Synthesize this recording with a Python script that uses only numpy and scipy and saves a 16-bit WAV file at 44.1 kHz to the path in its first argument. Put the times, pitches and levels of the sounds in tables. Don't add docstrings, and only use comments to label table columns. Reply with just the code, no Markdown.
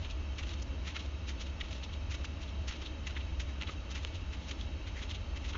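import sys
import numpy as np
from scipy import signal
from scipy.fft import rfft, irfft
from scipy.io import wavfile
from scipy.ndimage import uniform_filter1d

SR = 44100
rng = np.random.default_rng(int(sys.argv[2]) if len(sys.argv) > 2 else 0)


def put_to_file(sound):
    columns = np.atleast_2d(sound).T
    safe = np.clip(columns, -1, 1)
    whole_steps = np.round(safe * 32767)
    wavfile.write(sys.argv[1], SR, whole_steps.astype(np.int16))


N = 245637
TIME = np.arange(N) / SR
FREQS = np.maximum(np.arange(N // 2 + 1) * SR / N, 1)

# pitch_hz, width_hz
PAPER_TONES = [(1280, 420), (2060, 484), (2800, 525), (3600, 755), (5750, 2000)]
# height_s (moment of full speed), rise_s, fall_s, level_db, edge_hiss_db (above level), rustle_level_db
PEELS = [(0.389, .008, 0.016, -46.5, -4, -61), (0.877, 0.019, 0.033, -47.5, -4, -63),
         (1.289, .011, 0.02, -47.5, -0.5, -65), (1.611, 0.0064, 0.0074, -44, -8.5, -61.5),
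         (2.115, 0.011, 0.015, -50, -1, -67), (2.686, .009, .012, -47, 0.5, -64),
         (3.073, 0.0079, .011, -46, -2.5, -72), (3.401, .005, 0.019, -47.5, -1, -72.5),
         (3.955, .01, 0.027, -48, -4, -66), (4.331, .0064, 0.019, -51.5, -4, -61),
         (4.879, 0.012, 0.016, -51, -7, -65), (5.374, 0.012, 0.0071, -49.5, -3, -62.5),
         (5.448, 0.011, 0.038, -53.5, -4, -73)]
PEEL_DRIVE = [-9, -1, -1, -2.5]
# height_s, length_s, level_db, tilt_db_per_octave, edge_hiss_db (above level)
SLIDES = [(0.028, 0.035, -60, 8, -1), (0.052, 0.025, -49.5, 7, -11), (0.109, 0.027, -55.5, 9.5, -0.5),
          (0.432, .016, -50.5, 2, -5.5), (0.473, 0.023, -57.5, 0, -1), (0.517, 0.034, -55, 2, -7),
          (0.626, 0.012, -62.5, -2.5, 13.5), (0.966, 0.021, -46, -0.5, -6), (1.001, 0.019, -51, 9.5, -4),
          (1.415, 0.028, -52.5, 3, 1), (1.471, 0.018, -55.5, 12, -3), (1.647, 0.023, -55, 3, -6),
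          (1.73, 0.022, -53.5, 4, -1), (1.84, 0.023, -51, 10, -2.5), (1.938, 0.017, -53.5, 13, -3),
          (2.147, 0.021, -49, 1, -1), (2.252, 0.014, -49, 5, 0), (2.43, 0.049, -58, 4, -1),
          (2.489, 0.03, -57.5, 12, -4), (2.724, 0.063, -52.5, 1.5, -3.5), (2.823, 0.028, -52.5, -1.5, -5),
          (2.864, 0.022, -49.5, 19, -8), (3.107, 0.033, -54.5, 1, -5.5), (3.169, 0.024, -48, -1, -18),
          (3.21, 0.019, -53.5, 6, -13), (3.624, 0.026, -48.5, -0.5, -9), (3.675, 0.011, -47, 8, -8),
          (3.693, 0.016, -47, -3, -11), (3.719, 0.038, -59.5, 11, 4), (3.916, 0.024, -53, 4, 1),
          (4.035, 0.023, -58.5, 6, 1), (4.153, 0.039, -55.5, 10, -3.5), (4.493, 0.03, -55.5, 0, 2.5),
          (4.522, 0.014, -54, 2.5, -3), (4.611, 0.051, -58, 7, -2.5), (5.031, 0.024, -48.5, 3.5, -6.5),
          (5.109, .032, -49.5, 5, -3.5), (5.154, 0.025, -51, 11.5, -4.5), (5.492, 0.025, -53.5, 1, 0),
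          (5.536, 0.0099, -51.5, 13, -13), (5.556, .026, -48.5, -7, -22)]
SLIDE_DRIVE = [-1.8, -2, 0.6, -0.46]
SLIDE_RISE_SHARE, TILT_PIVOT_HZ = 0.52, 2820
# height_s, fall_s, level_db
DRAGS = [(0.966, 0.0093, -44), (2.128, 0.026, -52), (2.705, .02, -52), (3.172, 0.013, -48.5),
         (3.5, .014, -52.5), (4.971, 0.037, -47)]
DRAG_DRIVE = [-17, -0.5, -14, -16, -11.5]
DRAG_RISE_S = 0.014
RUSTLE_DRIVE = [-9, -3.5, -2, 1, -2]
RUSTLE_DELAY_S, RUSTLE_RISE_S, RUSTLE_FALL_S = 0.13, 0.08, 0.085
RUSTLE_FLUTTER_DB, RUSTLE_FLUTTER_PER_S = 5, 80
STUTTER_DB, STUTTER_PER_S = 1.9, 160
# start_s, peak_db, pitch_hz, ring_s (time to fall by 60 dB)
SNAPS = [(0.0496, -34, 2930, 0.0046), (0.3835, -36, 2800, .005), (1.604, -35, 3400, 0.0045),
         (1.94, -37, 3200, .0055), (2.2449, -30, 1440, 0.0051), (3.07, -31, 2720, .005),
         (3.17, -34, 1920, .0036), (3.6136, -29, 2940, 0.0049), (3.6224, -29, 2780, 0.0073),
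         (3.6337, -27.5, 2500, 0.0048), (4.0488, -23.5, 3030, 0.0043), (4.6118, -33, 3340, 0.0069),
         (5.1124, -29, 3170, .0052)]
# start_s, knock_peak_db, knock_pitch_hz, thud_peak_db
PATS = [(2.822, -57, 1250, -41), (3.165, -38.5, 1945, -42), (3.62, -48, 870, -53),
        (3.694, -36, 1267, -38.5), (4.049, -44.5, 480, -48), (5.034, -55, 1250, -44),
        (5.547, -40.5, 1205, -44), (5.554, -44.5, 1030, -38)]
KNOCK_RING_S, THUD_HZ, THUD_RING_S = 0.025, 350, 0.012
# pitch_hz, density_db (per Hz)
AIR_TONE = [(15, -1.5), (130, 0.5), (220, -0.5), (310, 1), (370, -6.5), (480, -9.5), (740, -14),
            (1250, -12), (1650, -16.5), (2900, -16), (3600, -20.5), (4700, -26), (6400, -26), (7400, -34.5)]
AIR_DB = -47.5
# pitch_hz, width_hz, lift_db
FAN_HOUSING = [(553.6, 60, 6), (647, 58, 6.5), (865, 100, 5), (2234, 36, 6.5), (2577, 30, 9.5),
               (2657, 55, 9.5), (2732, 32, 6.5), (2830, 55, 2.5), (2840, 60, 5), (3090, 100, 8),
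               (3205, 81, 5.5), (3824, 44, 9.5), (3870, 59, 10), (4026, 58, 4.5), (4370, 39, 8),
               (4800, 190, 2), (5370, 110, 7.5), (6170, 36, 8.5), (6300, 21, -3)]
# pitch_hz, density_db (per Hz)
HUM_TONE = [(15, -28.5), (30, -14.5), (45, -8.5), (60, -2), (71, 2.5), (81, -6.5), (92, -6.5), (112, -29.5),
            (160, -62.5)]
# time_s, level_db
HUM_LEVEL = [(0.0, -36.5), (0.81, -37.5), (0.93, -43), (1.05, -39), (1.71, -39), (1.8, -42), (2.07, -35.5),
             (2.43, -41), (2.61, -35), (2.82, -41.5), (3.42, -35), (3.63, -40.5), (4.29, -37), (4.47, -43),
             (4.65, -36), (4.83, -39.5), (5.4, -36.5), (5.55, -37.5)]
# pitch_hz, gain_db
PHONE_TONE = [(3900, -1.0), (4400, 1.5), (4900, -0.5), (5500, -1.0), (6350, 0.5), (6900, -1.0), (7400, -10)]
PHONE_TOP_HZ = 7520


def rubbing():
    slips = friction(slips_per_s=1600, scatter_db=1, smooth=0.96)
    slips = slips * undb(STUTTER_DB * flutter(STUTTER_PER_S))
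    rings = np.array([unit(colour(slips, resonance(hz, width))) for hz, width in PAPER_TONES])

    moves = peels() + slides() + drags()
    speeds = np.array([stroke(at, rise, fall) for at, rise, fall, _ in moves] + [rustle()])
    drives = undb([drive_db for *_, drive_db in moves] + [RUSTLE_DRIVE])
    loudness = np.sqrt(drives.T ** 2 @ speeds ** 2)
    return np.sum(loudness * rings, axis=0)


def peels():
    return [(at, rise, fall, db + np.append(PEEL_DRIVE, hiss)) for at, rise, fall, db, hiss, _ in PEELS]


def slides():
    octaves = np.log2(np.array(PAPER_TONES)[:-1, 0] / TILT_PIVOT_HZ)
    moves = []
    for at, length, db, tilt, hiss in SLIDES:
        rise = SLIDE_RISE_SHARE * length
        body = SLIDE_DRIVE + tilt * octaves
        moves.append((at, rise, length - rise, db + np.append(body, hiss)))
    return moves


def drags():
    return [(at, DRAG_RISE_S, fall, db + np.array(DRAG_DRIVE)) for at, fall, db in DRAGS]


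def rustle():
    swinging = sum(undb(db) * stroke(at + RUSTLE_DELAY_S, RUSTLE_RISE_S, RUSTLE_FALL_S)
                   for at, *_, db in PEELS)
    return swinging * undb(RUSTLE_FLUTTER_DB * flutter(RUSTLE_FLUTTER_PER_S))


def friction(slips_per_s, scatter_db, smooth):
    slips = (rng.random(N) < slips_per_s / SR) * rng.choice([-1, 1], N)
    sizes = undb(scatter_db * np.minimum(rng.standard_normal(N), 2))
    rub = unit(slips * sizes) + smooth * rng.standard_normal(N)
    energy = uniform_filter1d(rub ** 2, size=500)
    return rub / np.sqrt(energy)


def stroke(at, rise, fall, sharpness=1.4):
    since = TIME - at
    distance = np.abs(since / np.where(since < 0, rise, fall))
    return np.exp(-np.minimum(distance, 20) ** sharpness)


def flutter(per_s):
    return np.interp(TIME * per_s, np.arange(N), rng.standard_normal(N))


def snaps():
    return blows(SNAPS, push_s=0.000053, crack_db=-8.5, crack_s=0.00048)


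def pats():
    knocks = [(at, db, hz, KNOCK_RING_S) for at, db, hz, _ in PATS]
    thuds = [(at, db, THUD_HZ, THUD_RING_S) for at, _, _, db in PATS]
    return blows(knocks + thuds, push_s=0.0012, crack_db=-30, crack_s=0.0055)


def blows(table, push_s, crack_db, crack_s):
    t = np.arange(SR // 20) / SR
    out = np.zeros(N + len(t))
    for at, db, hz, ring_s in table:
        crack = rng.standard_normal(len(t)) * np.exp(-t / crack_s)
        blow = swing(t, hz, ring_s, push_s) + undb(crack_db) * crack
        start = int(at * SR)
        out[start:start + len(t)] += undb(db) * blow
    return out[:N]


def swing(t, hz, ring_s, push_s):
    fade = np.exp(-np.log(1000) * t / ring_s)
    wave = np.sin(2 * np.pi * hz * t) * fade * (1 - np.exp(-t / push_s))
    return wave / np.abs(wave).max()


def room(x, wet_db=-17, fade_s=0.51):
    t = np.arange(SR // 2) / SR
    fade = np.exp(-np.log(1000) * t / fade_s)
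    tail = rng.standard_normal(len(t)) * fade * (t > 0.004)
    tail = tail / np.linalg.norm(tail)
    return x + undb(wet_db) * signal.fftconvolve(x, tail)[:N]


def fan_air():
    lift_db = sum(db * np.exp(-2 * ((FREQS - hz) / width) ** 2) for hz, width, db in FAN_HOUSING)
    air = colour(rng.standard_normal(N), spectrum(AIR_TONE) * undb(lift_db))
    return undb(AIR_DB) * unit(air)


def hum(steadiness=0.78):
    rumble = unit(colour(rng.standard_normal(N), spectrum(HUM_TONE)))
    power = np.abs(signal.hilbert(rumble)) ** 2
    swell = np.sqrt(uniform_filter1d(power, size=4400))
    level_db = np.interp(TIME, *np.transpose(HUM_LEVEL))
    return unit(rumble / swell ** steadiness) * undb(level_db)


def undb(db):
    return 10 ** (np.asarray(db) / 20)


def unit(x):
    return x / np.sqrt(np.mean(x ** 2))


def colour(x, gain):
    return irfft(rfft(x) * gain, N)


def spectrum(points):
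    hz, db = np.transpose(points)
    return undb(np.interp(np.log(FREQS), np.log(hz), db))


def resonance(hz, width):
    return 0.5 ** (2 * ((FREQS - hz) / width) ** 2)


def scene():
    pages = rubbing() + snaps() + pats()
    return (room(pages) + fan_air() + hum())[None]


def record(dry):
    soft = colour(dry[0], spectrum(PHONE_TONE))
    steep = signal.ellip(12, 0.2, 80, PHONE_TOP_HZ, fs=SR, output="sos")
    return signal.sosfilt(steep, soft)[None]


dry = scene()
out = record(dry)
put_to_file(out)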